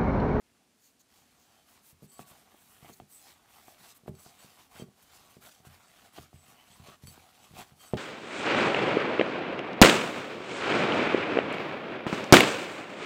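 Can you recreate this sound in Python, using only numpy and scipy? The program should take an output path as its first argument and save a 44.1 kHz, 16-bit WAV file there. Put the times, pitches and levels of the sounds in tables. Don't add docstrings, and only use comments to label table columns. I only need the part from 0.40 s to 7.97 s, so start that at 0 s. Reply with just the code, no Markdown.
import sys
import numpy as np
from scipy import signal
from scipy.fft import rfft, irfft
from scipy.io import wavfile
from scipy.ndimage import map_coordinates

SR = 44100
rng = np.random.default_rng(int(sys.argv[2]) if len(sys.argv) > 2 else 0)


def generate_wav(sig):
    pcm = np.round(np.clip(np.atleast_2d(sig).T, -1, 1) * 32767).astype(np.int16)
    wavfile.write(sys.argv[1], SR, pcm)


N = 333837
TIME = np.arange(N) / SR


def undb(db):
    return 10 ** (np.asarray(db) / 20)


def unit(x):
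    return x / np.sqrt(np.mean(x ** 2))


def add(track, s, sound, peak_db):
    start = int(s * SR)
    part = sound[:max(N - start, 0)]
    track[start:start + len(part)] += part * undb(peak_db) / np.abs(sound).max()


def colour(x, spectrum):
    hz, db = np.transpose(spectrum)
    bins = np.maximum(np.fft.rfftfreq(2 * N, 1 / SR), 1)
    gain = undb(np.interp(np.log(bins), np.log(hz), db))
    return unit(irfft(rfft(x, 2 * N) * gain)[:N])


def ring(modes):
    t = TIME[:SR // 2]
    response = np.zeros(len(t))
    for hz, db, t60 in modes:
        decay = np.exp(-np.log(1000) * t / t60)
        response += undb(db) * decay * np.cos(2 * np.pi * hz * t)
    return response


def soften(x, hz):
    return signal.sosfilt(signal.butter(2, hz, fs=SR, output="sos"), x)


def walk(rate):
    knots = rng.standard_normal(N // 10)
    return unit(np.interp(TIME * rate, np.arange(len(knots)), knots))


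def grains(rate, spread_db):
    happens = rng.random(N) < rate / SR
    size_db = spread_db * np.minimum(rng.exponential(size=N), 5)
    return unit(happens * undb(size_db) * rng.standard_normal(N))


def shift_colour(x, depth_db, rate, width_hz):
    hz, s, cells = signal.stft(x, SR, nperseg=1024)
    band = np.log1p(hz / 1500) * 1500 / width_hz
    field = rng.standard_normal((256, 512))
    places = np.meshgrid(band, s * rate, indexing="ij")
    wander = map_coordinates(field, places, order=1, mode="wrap")
    return unit(signal.istft(cells * undb(depth_db * wander), SR)[1][:N])


def effort():
    # levels of crunch, rasp and hiss in dB.
    resting_db = (-76.5, -80.5, -79)
    # start in seconds, length in seconds,
    # crunch of packed flour in dB, rasp of crumbs in dB, hiss of powder in dB.
    squeeze_rows = [(0.0, 0.34, -77, -84, -97), (0.704, 0.78, -74, -73.5, -79),
                    (1.708, 0.97, -69.5, -72.5, -75), (2.693, 0.33, -73.5, -75, -84),
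                    (2.895, 0.74, -68.5, -74, -78), (3.724, 0.58, -66, -66, -69.5),
                    (4.548, 0.47, -64, -66.5, -71), (5.013, 0.23, -71, -65, -72),
                    (5.24, 0.46, -67.5, -68, -78), (5.704, 0.2, -62, -64, -72),
                    (5.998, 0.594, -64.5, -68.5, -73), (6.659, 0.69, -64.5, -66.5, -71.5),
                    (7.365, 0.26, -60, -66.5, -70)]
    # fastest moment in seconds,
    # length in seconds, crunch in dB, rasp in dB, hiss in dB.
    slip_rows = [(.46, 0.24, -96, -75, -72), (0.756, 0.17, -71, -66.5, -73),
                 (1.318, 0.12, -68.5, -69, -65.5), (1.37, 0.081, -68.5, -67.5, -76),
                 (1.482, .14, -83, -66, -59.5), (1.646, .07, -84, -69, -65), (1.738, 0.055, -81, -72, -60),
                 (1.811, 0.092, -60.5, -62.5, -60), (1.896, 0.084, -67, -70, -57.5),
                 (1.96, 0.29, -65.5, -67, -70), (2.332, 0.47, -69.5, -78, -63),
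                 (2.452, 0.1, -57.5, -69, -65), (2.499, 0.081, -63, -63, -59), (2.57, 0.089, -81, -86, -63),
                 (2.733, .12, -82, -69, -57), (2.81, 0.19, -89, -63, -62), (2.897, 0.16, -64, -60, -64.5),
                 (3.163, 0.19, -62, -65, -61.5), (3.297, 0.24, -69, -65.5, -64),
                 (3.452, 0.21, -61.5, -61.5, -62), (3.507, 0.082, -76, -57, -65),
                 (3.566, 0.048, -67.5, -68, -55.5), (3.686, 0.04, -57.5, -68, -62),
                 (3.83, 0.14, -82, -72, -59.5), (3.875, 0.092, -64, -58, -69), (4.04, .15, -63, -60.5, -69),
                 (4.197, 0.098, -62, -71, -69), (4.338, .1, -61.5, -66, -65),
                 (4.392, 0.15, -54.5, -58, -61), (4.631, 0.042, -78, -76, -60.5),
                 (4.77, 0.16, -65, -61, -65), (4.916, 0.056, -69, -75, -62),
                 (5.061, 0.12, -56, -58.5, -55.5), (5.121, 0.033, -77, -60.5, -65),
                 (5.268, 0.052, -62, -62.5, -63), (5.34, 0.29, -63.5, -83, -68),
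                 (5.627, 0.26, -61, -65.5, -69.5), (5.743, 0.042, -61, -71, -59),
                 (5.78, 0.086, -55, -55.5, -66), (5.817, 0.093, -75, -58, -62), (5.98, 0.19, -69, -69, -82),
                 (6.097, 0.14, -66, -66.5, -64.5), (6.368, 0.18, -62, -66, -72),
                 (6.486, 0.14, -55.5, -62.5, -66), (6.537, 0.078, -58, -62.5, -76),
                 (6.639, 0.056, -65, -59.5, -66), (6.71, 0.16, -73, -63, -58.5),
                 (6.774, 0.12, -59, -71, -68), (7.03, 0.24, -69, -64.5, -79), (7.2, 0.12, -47, -50, -60),
                 (7.42, 0.13, -80, -61.5, -60.5), (7.477, 0.084, -77, -64, -62)]
    loosened_s, attack_s, release_s = 1.7, 0.064, 0.07
    rise_share = 0.55

    power = np.outer(undb(resting_db), np.minimum(TIME / loosened_s, 1)) ** 2
    for s, length, *db in squeeze_rows:
        closing = (TIME - s) / attack_s
        opening = (s + length - TIME) / release_s
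        grip = np.clip(np.minimum(closing, opening), 0, 1)
        power += np.outer(undb(db), grip) ** 2
    for s, length, *db in slip_rows:
        start = s - rise_share * length
        moving = slice(*np.searchsorted(TIME, [start, start + length]))
        progress = np.interp(TIME[moving], [start, s, start + length], [0, 1, 0])
        speed = np.sin(np.pi / 2 * progress)
        power[:, moving] += np.outer(undb(db), speed ** 1.43) ** 2
    return np.sqrt(power)


def flour(crunch_gain, rasp_gain, powder_gain):
    # frequency in Hz, level in dB.
    crunch_spectrum = [(150, -8), (330, -5), (530, -5), (740, 7), (900, -1), (1150, 1), (1700, -4.5),
                       (3000, -5), (4500, -13.5), (8000, -49)]
    rasp_spectrum = [(1500, -5), (3200, -2.5), (4400, -2), (5600, -3), (7600, -4), (9000, -8.5),
                     (14000, -11)]
    powder_spectrum = [(4000, -15), (7500, -4.5), (9500, -3), (12000, -1.5), (15500, -4)]
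    slip = walk(rate=41)

    crunch = colour(grains(rate=2200, spread_db=0.4), crunch_spectrum)
    crunch = shift_colour(crunch, depth_db=4.0, rate=22, width_hz=126.8)
    rasp = colour(grains(rate=5000, spread_db=-1.36), rasp_spectrum)
    rasp = shift_colour(rasp, depth_db=3.5, rate=25, width_hz=50)
    powder = colour(grains(rate=12000, spread_db=1.6), powder_spectrum)
    powder = shift_colour(powder, depth_db=2.9, rate=22, width_hz=24)
    return (crunch * crunch_gain * undb(0.7 * slip)
            + rasp * rasp_gain * undb(1.18 * slip)
            + powder * powder_gain * undb(0.99 * slip))


def pops(snap=7.6):
    # time in seconds, peak level in dB, sharpness (low-pass) in Hz.
    pop_rows = [(1.7934, -30.5, 1250), (2.1434, -47.5, 700), (2.147, -49, 700), (2.447, -40, 1000),
                (2.483, -45, 2500), (2.49, -38, 4000), (2.496, -39, 1500), (2.6005, -34.5, 1800),
                (3.2824, -37.5, 1350), (3.661, -44, 700), (3.6793, -36, 1960), (3.863, -41, 1090),
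                (5.251, -42.5, 2200), (5.779, -38.5, 1200), (5.785, -30.5, 1200), (5.9305, -45, 1110),
                (6.7777, -44.5, 695), (7.542, -28, 4000)]
    # frequency in Hz, level in dB, 60 dB decay time in seconds.
    hollow_modes = [(350, 1.5, 0.012), (710, 1.5, 0.022), (1140, -5.5, 0.017), (2680, -4, 0.0074),
                    (3180, -5, 0.02)]
    out, t = np.zeros(N), TIME[:SR // 20]
    hollow = ring(hollow_modes)
    hollow[0] += snap
    crumbling = .035 * np.exp(-t / .004)
    all_crumbs = rng.standard_normal((len(pop_rows), len(t)))
    for (s, db, sharp_hz), crumbs in zip(pop_rows, all_crumbs):
        push = (t == 0) + crumbs * crumbling
        add(out, s, soften(signal.fftconvolve(push, hollow), sharp_hz), db)
    return out


def glass_ring(centre_hz, octaves):
    # frequency in Hz, level in dB before the weighting by contact pitch.
    glass_modes = [(1122, -3.5), (3166, -2.5), (4522, -1.5), (6083, -5.5), (7730, -19), (7845, 5.5),
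                   (7930, -12), (8196, 3.5), (9010, -1), (9838, -2), (10232, -5), (11962, -2), (13722, -2),
                   (14352, -7)]
    t60_at_5khz_s = .115
    modes = []
    for hz, db in glass_modes:
        distance = np.log2(hz / centre_hz) / octaves
        modes.append((hz, db - 6 * distance ** 2, t60_at_5khz_s * 5000 / hz))
    return ring(modes)


def scrapes():
    # start in seconds, length in seconds,
    # rms level in dB before the swell and fade, centre of the friction in Hz.
    scrape_rows = [(1.0, 0.34, -73.5, 4400), (1.65, 0.19, -72, 2400), (1.661, 0.21, -59, 8800),
                   (1.707, .22, -64.5, 1100), (2.692, 0.16, -56.5, 9000), (3.752, 0.2, -60, 8000),
                   (3.98, .088, -64, 6000), (4.32, .1, -67, 8000), (4.372, .075, -53.5, 3800),
                   (5.323, .66, -73, 8000), (5.926, 0.17, -65, 8800), (6.26, .13, -62.5, 7560),
                   (6.654, .07, -54, 6000), (7.38, 0.12, -55.5, 4400), (7.45, .099, -63, 8500)]
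    out = np.zeros(N)
    friction = shift_colour(grains(rate=3000, spread_db=-1.5), depth_db=4.5, rate=25, width_hz=121.5)
    for s, length, db, centre_hz in scrape_rows:
        drag = friction[int(s * SR):int((s + length) * SR)]
        grip = np.sqrt(np.hanning(len(drag)) * np.linspace(1, 0, len(drag)))
        ringing = signal.fftconvolve(drag, glass_ring(centre_hz, octaves=0.69))[:len(drag)]
        sound = unit(ringing) * grip
        add(out, s, sound, db + 20 * np.log10(np.abs(sound).max()))
    return out


def ticks(scratch=0.45, scratch_s=0.0026):
    # time in seconds, peak level in dB.
    tick_rows = [(1.7184, -40), (3.752, -43), (6.6718, -29)]
    out, response = np.zeros(N), glass_ring(centre_hz=5200, octaves=0.58)
    response = response / np.abs(response).max()
    t = TIME[:len(response)]
    all_grit = rng.standard_normal((len(tick_rows), len(t)))
    for (s, db), grit in zip(tick_rows, all_grit):
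        contact = 2 * (t == 0) + scratch * grit * np.exp(-t / scratch_s)
        add(out, s, response + contact - soften(contact, 1200), db)
    return out


def strokes(table):
    gain = np.zeros(N)
    for s, length, db in table:
        gain += undb(db) * np.sin(np.pi * np.clip((TIME - s) / length, 0, 1))
    return gain


def skin():
    # start in seconds, length in seconds, level at the height in dB.
    brush_rows = [(.41, 0.095, -64.5), (.59, 0.035, -63), (.72, 0.17, -72), (.96, 0.12, -70.5),
                  (2.52, 0.031, -56)]
    # frequency in Hz, level in dB, 60 dB decay time in seconds.
    skin_modes = [(4400, 6.5, 0.0063), (6620, 15, 0.004), (7800, 6, 0.0012), (13900, 14, 0.0022)]
    whisper = signal.fftconvolve(grains(rate=8200, spread_db=0.3), ring(skin_modes))[:N]
    return unit(whisper) * strokes(brush_rows)


def knocks(deep_hz=115):
    # time in seconds, peak level in dB, hardness of contact
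    # (low-pass) in Hz, depth of the thud in dB (the lowest modes change by up to twice this).
    knock_rows = [(.815, -60.5, 200, 11), (1.528, -53.5, 120, 9), (1.623, -44.5, 160, -26),
                  (1.6299, -41.5, 200, -22), (1.6436, -45, 180, -7), (1.8, -40.5, 200, -6),
                  (1.913, -50, 200, -6), (2.427, -45.5, 220, 8), (2.499, -42, 400, -6),
                  (2.603, -45, 350, 11.5), (2.62, -43.5, 198, -5), (3.408, -56.5, 198, 8),
                  (3.635, -49.5, 250, -4), (3.68, -28.5, 480, -11), (3.693, -31.5, 172, 2),
                  (3.742, -44, 250, -8), (3.863, -48.5, 300, 1), (4.045, -46.5, 183, -13),
                  (4.353, -52.5, 170, 11), (4.398, -34.5, 330, -18), (4.422, -30.5, 241, -10),
                  (4.485, -46, 200, -7), (4.968, -41.5, 395, 0), (5.202, -51.5, 249, 1),
                  (5.269, -43.5, 140, 3), (5.302, -53, 132, 10), (5.794, -41.5, 110, 1),
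                  (5.941, -43.5, 130, 8), (6.083, -52, 220, -10), (6.125, -53, 220, -14),
                  (6.302, -54, 170, 9), (6.399, -42.5, 160, 9), (6.485, -40.5, 400, 3),
                  (6.636, -40, 160, 9), (6.68, -41.5, 120, 0.5), (6.779, -55, 150, 13),
                  (7.11, -46.5, 130, 4), (7.137, -42.5, 141, -23), (7.19, -39.5, 252, -19),
                  (7.32, -48, 170, 3), (7.5358, -13, 600, 2.5), (7.541, -40, 200, -6),
                  (7.552, -30, 200, -7)]
    # frequency in Hz, level in dB, 60 dB decay time in seconds.
    table_modes = [(85.6, -10.5, 0.32), (129.7, -1, 0.14), (149, -1, 0.21), (195.4, 4, 0.1), (243, 0, 0.11),
                   (342.3, 1.5, 0.067), (385, -3.5, 0.27), (442, 0.5, 0.12), (483, 7.5, 0.024),
                   (607, 3, 0.072), (840, -9.5, 0.19), (1200, -9, 0.14), (1750, -2, 0.056)]
    out = np.zeros(N)
    detunes = rng.standard_normal((len(knock_rows), len(table_modes)))
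    for (s, db, hard_hz, depth_db), detune in zip(knock_rows, detunes):
        modes = []
        for (hz, mode_db, t60), d in zip(table_modes, detune):
            thud_db = 2 * depth_db / (1 + (hz / deep_hz) ** 4)
            modes.append((hz * (1 + 0.02 * d), mode_db + thud_db, t60))
        add(out, s, soften(ring(modes), hard_hz), db)
    return out


def pressing(crunch_gain):
    # frequency in Hz, level in dB.
    rumble_spectrum = [(25, -13), (50, 2), (82, 6), (150, -2), (220, 1.5), (320, -10.5), (500, -9.5),
                       (1200, -28)]
    level_db, follows = -74, 0.64
    rumble = colour(grains(rate=640, spread_db=-1.5), rumble_spectrum)
    rumble = shift_colour(rumble, depth_db=2.0, rate=30, width_hz=160)
    force = (crunch_gain / np.median(crunch_gain)) ** follows
    return rumble * force * undb(level_db)


def reflections(x, t60_s):
    t = TIME[:SR // 2]
    response = rng.standard_normal(len(t)) * np.exp(-np.log(1000) * t / t60_s)
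    return signal.fftconvolve(x, response / np.linalg.norm(response))[:N]


def kitchen():
    # frequency in Hz, level in dB.
    kitchen_spectrum = [(25, -16), (60, -15), (130, -7.5), (190, -4), (235, 1), (330, -7), (700, -11),
                        (1000, -13.5), (2400, -15), (7500, -17.5), (10000, -19), (15500, -29)]
    return colour(rng.standard_normal(N), kitchen_spectrum) * undb(-70)


def scene():
    room_t60_s, room_db, spread_db = 0.32, -18, -23.5
    crunch_gain, rasp_gain, powder_gain = effort()
    rubbing = flour(crunch_gain, rasp_gain, powder_gain)
    response = glass_ring(centre_hz=7000, octaves=2.22)
    response = response / np.linalg.norm(response)
    through_glass = signal.fftconvolve(rubbing, response)[:N] * undb(-20.0)
    bowl = rubbing + through_glass + pops() + scrapes() + ticks() + skin() + knocks() + pressing(crunch_gain)

    mid = bowl + kitchen() + undb(room_db) * reflections(bowl, room_t60_s)
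    short_waves = signal.sosfilt(signal.butter(1, 500, "high", fs=SR, output="sos"), mid)
    side = undb(spread_db) * reflections(short_waves, t60_s=0.055)
    return np.array([mid + side, mid - side])


def record(dry):
    right_db, balance_hz = 1.24, 1800
    low_cut_hz, top_hz = 44, 15600
    lows = signal.sosfilt(signal.butter(1, balance_hz, fs=SR, output="sos"), dry)
    side_gains = undb(np.array([[-right_db], [right_db]]) / 2)
    tilted = dry + lows * (side_gains - 1)
    lean = signal.sosfilt(signal.butter(2, low_cut_hz, "high", fs=SR, output="sos"), tilted)
    return signal.sosfilt(signal.ellip(12, .1, 80, top_hz, fs=SR, output="sos"), lean)


dry = scene()
out = record(dry)
generate_wav(out)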